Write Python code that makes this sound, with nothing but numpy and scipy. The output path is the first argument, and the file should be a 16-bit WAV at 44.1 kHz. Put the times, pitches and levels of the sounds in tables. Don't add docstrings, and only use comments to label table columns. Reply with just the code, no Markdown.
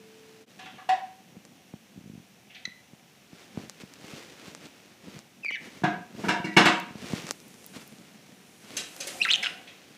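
import sys
import numpy as np
from scipy import signal
from scipy.fft import rfft, irfft
from scipy.io import wavfile
from scipy.ndimage import uniform_filter1d

SR = 44100
rng = np.random.default_rng(int(sys.argv[2]) if len(sys.argv) > 2 else 0)


def store_wav(level_fs):
    pcm = np.round(np.clip(np.atleast_2d(level_fs), -1, 1) * 32767)
    wavfile.write(sys.argv[1], SR, pcm.T.astype(np.int16))


def makeup_ratio(level_db):
    decades = np.asarray(level_db, float) / 20
    return 10 ** decades


N = 439677
T = np.arange(N) / SR
DIP_S, DIP_HALF_S = 0.458, 0.035


def conv(x, h):
    return signal.fftconvolve(x, h)[:len(x)]


def band(x, lo_hz, hi_hz):
    return signal.sosfilt(signal.butter(2, [lo_hz, min(hi_hz, .49 * SR)], "bandpass", fs=SR, output="sos"), x)


def colour(x, points):
    hz, db = np.transpose(points)
    bins_hz = np.arange(N // 2 + 1) * SR / N
    gain = makeup_ratio(np.interp(np.log(bins_hz + 1), np.log(hz), db))
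    y = irfft(rfft(x) * gain, N)
    return y / y.std()


def walk(rate):
    k = int(SR / rate)
    return uniform_filter1d(np.repeat(rng.standard_normal(N // k + 1), k), k)[:N]


def glide(points):
    return makeup_ratio(np.interp(T, *np.transpose(points)))


def ring(hz, t60, length):
    t = T[:int(length * SR)]
    return np.sin(2 * np.pi * hz * t) * makeup_ratio(-60 * t / t60)


def add(out, s, x):
    i = int(s * SR)
    out[i:i + len(x)] += x[:N - i]


def spikes(rows):
    out = np.zeros(N)
    for s, db in rows:
        add(out, s, np.array([makeup_ratio(db)]))
    return out


def room(x, tail_db, low_t60=0.43, high_t60=0.32, build_s=0.00092):
    t = T[:int(.9 * SR)]
    low = band(rng.standard_normal(len(t)), 174, 2360) * makeup_ratio(-60 * t / low_t60)
    high = band(rng.standard_normal(len(t)), 2060, 9200) * makeup_ratio(-60 * t / high_t60)
    tail = (low + 0.42 * high) * (1 - np.exp(-t / build_s))
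    return x + makeup_ratio(tail_db) * conv(x, tail / np.linalg.norm(tail))


# (frequency [Hz], relative density [dB per Hz])
ROOM_SPECTRUM = [(35, -83.5), (60, -7.5), (201, 2), (385, -13), (738, -11.5), (1170, -19.5), (2650, -13),
                 (4850, -22.5), (5710, -16), (7540, -23.5), (15500, -27)]
# (time [s], level before its band-pass [dB])
THIN_HISS = [(6.9, -90), (7.35, -57.5), (7.8, -54.5), (8.2, -67), (9.2, -44), (9.8, -69)]


def air():
    still = colour(rng.standard_normal(N), ROOM_SPECTRUM) * makeup_ratio(-58)
    thin = band(rng.standard_normal(N), 5300, 11500) * glide(THIN_HISS)
    return still + thin


def steady_tone():
    return makeup_ratio(-56) * np.sqrt(2) * np.sin(2 * np.pi * 440.7 * T) * (T < DIP_S)


def scrape():
    start, length = 0.588, 0.3
    grit = rng.standard_normal(N) * makeup_ratio(3.9 * walk(330))
    shape = np.interp(T, [start, start + 0.0064, start + length], [0, 1, 0])
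    return band(grit, 2400, 3600) * makeup_ratio(-46) * shape


def cluster(hz, t60, spread):
    offsets = np.arange(3) - 1 + rng.standard_normal(size=3) / 2
    return sum(ring(hz * (1 + spread * a), t60, .4) for a in offsets) / np.sqrt(3)


def blows(events, modes, rattle_s, low_hz, swell_s, rise_s, spread):
    out, t = np.zeros((2, N)), T[:int(.4 * SR)]
    for s, db, top_hz, ring_db, *extra in events:
        boom_db, clang_db = (extra + [0, 0])[:2]
        contact = rng.standard_normal(len(t)) * np.exp(-t / rattle_s) * (1 - np.exp(-t / rise_s)) ** 2
        add(out[0], s, makeup_ratio(db) * band(contact, low_hz, top_hz))
        body = 0
        for hz, mode_db, t60 in modes:
            spot_db = 1.5 * rng.standard_normal()
            gain = makeup_ratio(mode_db + boom_db * (hz < 600) + clang_db * (hz > 2000) + spot_db)
            body = body + gain * cluster(hz, t60, spread)
        body = band(band(body, 150, top_hz), 150, top_hz)
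        add(out[1], s, makeup_ratio(db + ring_db) * body * (1 - np.exp(-t / swell_s)))
    return out


# (time [s], relative crack level [dB], top of the crack [Hz], ringing over crack [dB])
TUB_BLOWS = [(.59, -27, 4450, -22), (.655, -28, 4000, -24), (.78, -27.5, 2500, -23),
             (.889, -12.5, 4000, -6.5)]
# (frequency [Hz], relative level [dB], t60 [s])
TUB_MODES = [(760, 0, 0.18), (751, 9, 0.11), (994, 9.5, 0.032), (1614, -9, 0.076), (2800, 2, 0.042)]


def tub():
    return makeup_ratio(-3.0) * blows(TUB_BLOWS, TUB_MODES, 0.006, 560, 0.0083, 0.0026, 0.002)


# (time [s], relative crack level [dB], top of the crack [Hz], ringing over crack [dB])
BOX_BLOWS = [(5.835, -13, 3000, -1.9)]
# (frequency [Hz], relative level [dB], t60 [s])
BOX_MODES = [(179, 11, 0.039), (301, 7.5, 0.037), (712, 0.5, 0.14), (965, 1.5, 0.055), (1611, 1, 0.11)]


def box():
    return blows(BOX_BLOWS, BOX_MODES, 0.0077, 340, 0.0062, 0.0043, 0.0242)


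# (time [s], relative crack level [dB], top of the crack [Hz], ringing over crack [dB],
# extra of modes under 600 Hz [dB], extra of modes over 2 kHz [dB])
HARD_BLOWS = [(6.238, -19.5, 1650, -11, 14, 1), (6.283, -14, 4800, -6.5, 9, -7),
              (6.335, -34, 2490, 3, -9, -8), (6.442, -28, 5360, -11.5, 29.5, 2),
              (6.565, -0.5, 4100, -17.5, 18.5, 2.5), (6.652, -4.5, 4200, -14.5, 15, -5.5)]
# (frequency [Hz], relative level [dB], t60 [s])
HARD_MODES = [(191, -1, 0.058), (246, -11.5, 0.1), (319, -4.5, 0.059), (709, -2, 0.24), (960, 8, 0.1),
              (1325, 6, 0.033), (1540, 5, 0.1), (1670, 5.5, 0.1), (2260, 17.5, 0.056), (2780, 17, 0.08)]


def hard_things():
    return makeup_ratio(2.0) * blows(HARD_BLOWS, HARD_MODES, 0.0088, 350, 0.012, 0.0051, 0.025)


# (time [s], relative crack level [dB], top of the crack [Hz],
# ringing over crack [dB], extra of modes under 600 Hz [dB])
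WIRE_BLOWS = [(2.497, -35, 3080, -28, -18), (2.545, -32.5, 3800, -19, -20), (8.767, -22, 9000, -17, 1.5),
              (9.003, -27.5, 8700, -16, 8), (9.069, -28.5, 11900, -23.5, 23.5),
              (9.671, -36, 3900, -14, -10), (9.425, -25.5, 6600, -26, 3)]
# (frequency [Hz], relative level [dB], t60 [s])
WIRE_MODES = [(544, -5.5, 0.03), (716, -4.5, 0.04), (2035, -3, 0.058), (2750, -4, 0.074),
              (3800, -13, 0.055), (6240, 15, 0.055)]


def wire():
    return makeup_ratio(5.5) * blows(WIRE_BLOWS, WIRE_MODES, 0.0078, 2210, 0.002, 0.0027, 0.017)


# (time [s], level [dB])
SHIVER = [(8.8, -84), (9.1, -62), (9.5, -62), (9.97, -96)]


def shiver():
    knocks = rng.standard_normal(N) * (rng.random(N) < 120 / SR)
    buzz = conv(knocks, sum(ring(hz, t60, .2) for hz, db, t60 in WIRE_MODES if hz < 1000))
    return buzz / buzz.std() * glide(SHIVER)


# (overtone level [dB], hoarseness [0-2], curve of (time [s], pitch [Hz], level [dB]))
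WARBLES = [(-20.5, 0.059, [(5.427, 2836, -49), (5.442, 2494, -30.5), (5.464, 2304, -22), (5.478, 2305, -35),
           (5.485, 2327, -20.5), (5.499, 2134, -25), (5.513, 1790, -35)]), (-22, 0.095, [(5.517, 2267, -32),
           (5.545, 2317, -26.5), (5.555, 2030, -22)]), (-11, 0.1, [(5.553, 1930, -26), (5.576, 1610, -39)]),
           (-18, 0.14, [(9.198, 2370, -36), (9.212, 2420, -22), (9.221, 2815, -9), (9.226, 2860, -8)]),
           (-13, 0.75, [(9.224, 3440, -20), (9.232, 4400, -27), (9.25, 3360, -26)]),
           (-3, 0.3, [(9.249, 2260, -10.5), (9.258, 1353, -21), (9.274, 1260, -32)]),
           (-18.5, 0.63, [(9.278, 1854, -21), (9.297, 2840, -18), (9.31, 3040, -11.5), (9.322, 4200, -22),
           (9.33, 4270, -21.5), (9.344, 2780, -8)]), (-12, 0.83, [(9.342, 2750, -11), (9.352, 3150, -21),
           (9.362, 2970, -19)]), (-28, 0.9, [(9.426, 2330, -24), (9.433, 2220, -24), (9.441, 2160, -26)]),
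           (8, 0.63, [(9.436, 1737, -33.5), (9.462, 1486, -28.5), (9.474, 1500, -30.5)])]
# (start [s], length [s], first pitch [Hz], last pitch [Hz], level at start [dB])
PEEPS = [(5.503, 0.062, 2920, 2990, -36), (6.468, 0.077, 1920, 1950, -37)]
SQUAWKS = [(2.651, 0.013, 2040, 1964, -28)]


def birds():
    edge_s, note_change_db = .006, -0.5
    flutter_hz = 170 * makeup_ratio(4 * walk(90))
    throb = 1 - .68 * np.sin(np.pi * np.cumsum(flutter_hz) / SR) ** 2
    rasp = walk(1200)
    broken = 1.5 * np.tanh(np.maximum(0, 2 * walk(550) + .5))
    wobble = 1 + .03 * walk(180)
    notes = list(WARBLES)
    for table, tone in ((PEEPS, (-18, 0.56)), (SQUAWKS, (0, 0.2))):
        for s, length, first_hz, last_hz, db in table:
            notes.append((*tone, [(s, first_hz, db), (s + length, last_hz, db + note_change_db)]))
    out = np.zeros(N)
    for over_db, hoarse, rows in notes:
        s, hz, db = np.transpose(rows)
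        t = np.arange(s[0], max(s[-1], s[0] + .005), 1 / SR)
        here = slice(int(s[0] * SR), int(s[0] * SR) + len(t))
        pitch = np.interp(t, s, hz) * wobble[here] ** hoarse
        shake = hoarse * rasp[here]
        phase = 2 * np.pi * np.cumsum(pitch) / SR + shake
        scraps = 1 + min(.9, .35 + hoarse) * (broken[here] - 1)
        second = makeup_ratio(over_db) * np.sin(2 * phase)
        third = makeup_ratio(-2 * abs(over_db) - 7.5) * np.sin(3 * phase)
        voice = np.sin(phase) + scraps * (second + third)
        edges = signal.windows.tukey(len(t), min(1, edge_s * SR / len(t)))
        add(out, s[0], voice * (1 + np.tanh(shake)) * makeup_ratio(np.interp(t, s, db)) * edges)
    return band(out * throb, 1180, 17000)


# (time [s], hiss level [dB], rumble level of the shell [dB])
GRIP = [(0, -60, -56), (.19, -57.5, -73), (.66, -59.5, -53), (1.1, -62, -75), (1.33, -64, -55.5),
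        (3.099, -63.5, -79), (4.3, -51.5, -58), (5.42, -64, -64), (5.9, -60.5, -49), (6.9, -54.5, -53.5),
        (7.6, -57, -59), (8.03, -56.5, -53.5), (8.6, -59.5, -63.5), (9.14, -46.5, -58.5), (9.6, -55.5, -62)]
# (end [s], length [s], hiss level [dB], rumble level [dB])
STROKES = [(3.485, 0.19, -54.5, -65), (3.69, 0.22, -55, -43.5), (3.83, 0.036, -46, -63),
           (4.26, 0.27, -48.5, -55), (4.535, 0.16, -52.5, -64), (4.684, 0.096, -51.5, -42.5),
           (5.234, 0.23, -52, -43.5), (5.697, 0.12, -51, -53), (5.854, 0.25, -52, -53),
           (6.317, 0.18, -44, -35.5), (7.273, 0.33, -40, -42), (7.319, 0.1, -43, -40),
           (7.784, 0.057, -43.5, -56), (7.85, 0.11, -51.5, -63), (8.866, 0.27, -47.5, -55)]


def touch():
    s, hiss_db, rumble_db = np.transpose(GRIP)
    slide, press = makeup_ratio(np.interp(T, s, hiss_db)), makeup_ratio(np.interp(T, s, rumble_db))
    swell_share = 0.69
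    for end, length, hiss_db, rumble_db in STROKES:
        shape = np.interp(T, end - length * np.array([1, 1 - swell_share, 0]), [0, 1, 0])
        slide, press = slide + makeup_ratio(hiss_db) * shape, press + makeup_ratio(rumble_db) * shape
    return slide, press


def stray(level):
    return (rng.random(N) < 4 / SR) * rng.random(N) * level


def shell():
    return ring(208.4, 0.023, .1) + 1.9 * ring(260, 0.0039, .1)


# (frequency [Hz], relative density [dB per Hz])
RUB_SPECTRUM = [(180, -13), (300, -3.5), (892, -14.5), (2440, -12), (6150, -19), (10000, -28.5),
                (15500, -36)]


def rub(slide):
    grit = rng.standard_normal(N) * makeup_ratio(3.44 * np.minimum(rng.exponential(size=N), 7))
    return colour(grit, RUB_SPECTRUM) * slide


def rumble(press):
    jolts = conv(rng.standard_normal(N) * makeup_ratio(10.4 * np.tanh(walk(60))), shell())
    jolts = band(jolts, 133, 3000)
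    return jolts / jolts.std() * press


def creak():
    start, end, slips_per_s = 1.96, 2.2, 55
    gaps = np.r_[0, 1 + .25 * rng.standard_normal(29)]
    times = start + np.cumsum(gaps) / slips_per_s
    return [(s, -36 + 3.2 * rng.standard_normal()) for s in times if s < end]


# (time [s], relative level [dB])
THUMPS = [(1.367, -35.5), (1.738, -27.5), (2.676, -37), (2.933, -37), (3.33, -35), (3.574, -19.5),
          (3.835, -30.5), (4.042, -33), (4.134, -30.5), (4.48, -33), (5.082, -31), (5.165, -32),
          (5.82, -29), (6.149, -32), (6.193, -27.5), (6.399, -24.5), (6.907, -31.5), (6.954, -28),
          (7.021, -30.5), (7.042, -29), (7.134, -14.5), (7.763, -31)]


def bumps(press):
    pushes = -spikes(list(THUMPS) + creak()) - stray(makeup_ratio(7) * press)
    knock = band(spikes(THUMPS), 180, 800) * makeup_ratio(18.5)
    return conv(band(pushes, 66, 342), shell()) + knock


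# (time [s], relative level [dB], body below 3 kHz over the tick [dB])
TICKS = [(1.4517, -32.5, -5), (3.697, -20, -9), (3.9379, -30, -13), (4.5496, -23.5, -2.5),
         (5.1908, -27.5, -6), (5.448, -32.5, 4.5), (5.51, -33.5, 8), (6.8002, -27, -18.5),
         (7.221, -31, -12), (7.2686, -24, -5), (7.284, -37, -6), (7.291, -21.5, -2), (7.3095, -8, -6.5),
         (7.32, -30, -19), (7.402, -33, -14), (7.482, -43, -24), (7.542, -35, -4), (7.644, -31, -9),
         (7.664, -34.5, -27), (7.877, -37, -23), (8.965, -27, -17)]


def ticks(slide):
    snap = band(spikes([(s, db) for s, db, body_db in TICKS]) + stray(makeup_ratio(14) * slide), 4100, 7800)
    body = band(spikes([(s, db + body_db) for s, db, body_db in TICKS]), 220, 1800)
    bright = band(spikes([(s, db - 1.44 * body_db - 16) for s, db, body_db in TICKS]), 12800, 22000)
    return room(snap * makeup_ratio(12.0) + body * makeup_ratio(19) + bright, -17.0, 0.031, 0.068, 0.00054)


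def hand():
    slide, press = touch()
    return rub(slide) + rumble(press) + bumps(press) + ticks(slide)


def scene():
    cracks, rings = tub() + hard_things() + box() + wire()
    far = room(cracks + shiver() + scrape(), 2.52) + room(makeup_ratio(-4.5) * rings, -6.5)
    nearer = room(birds(), -13.5, 0.52, 0.3)
    return (air() + steady_tone() + far + nearer + hand())[None]


def top_cut(x):
    return signal.sosfilt(signal.butter(12, 16470, fs=SR, output="sos"), x)


def record(dry):
    dip = np.clip(np.abs(T - DIP_S) / DIP_HALF_S, .03, 1)
    mix = signal.sosfilt(signal.butter(2, 120, "highpass", fs=SR, output="sos"), dry * dip)
    mix = signal.sosfilt(signal.ellip(8, .2, 50, 15400, fs=SR, output="sos"), mix)
    return top_cut(mix)


dry = scene()
out = record(dry)
store_wav(out)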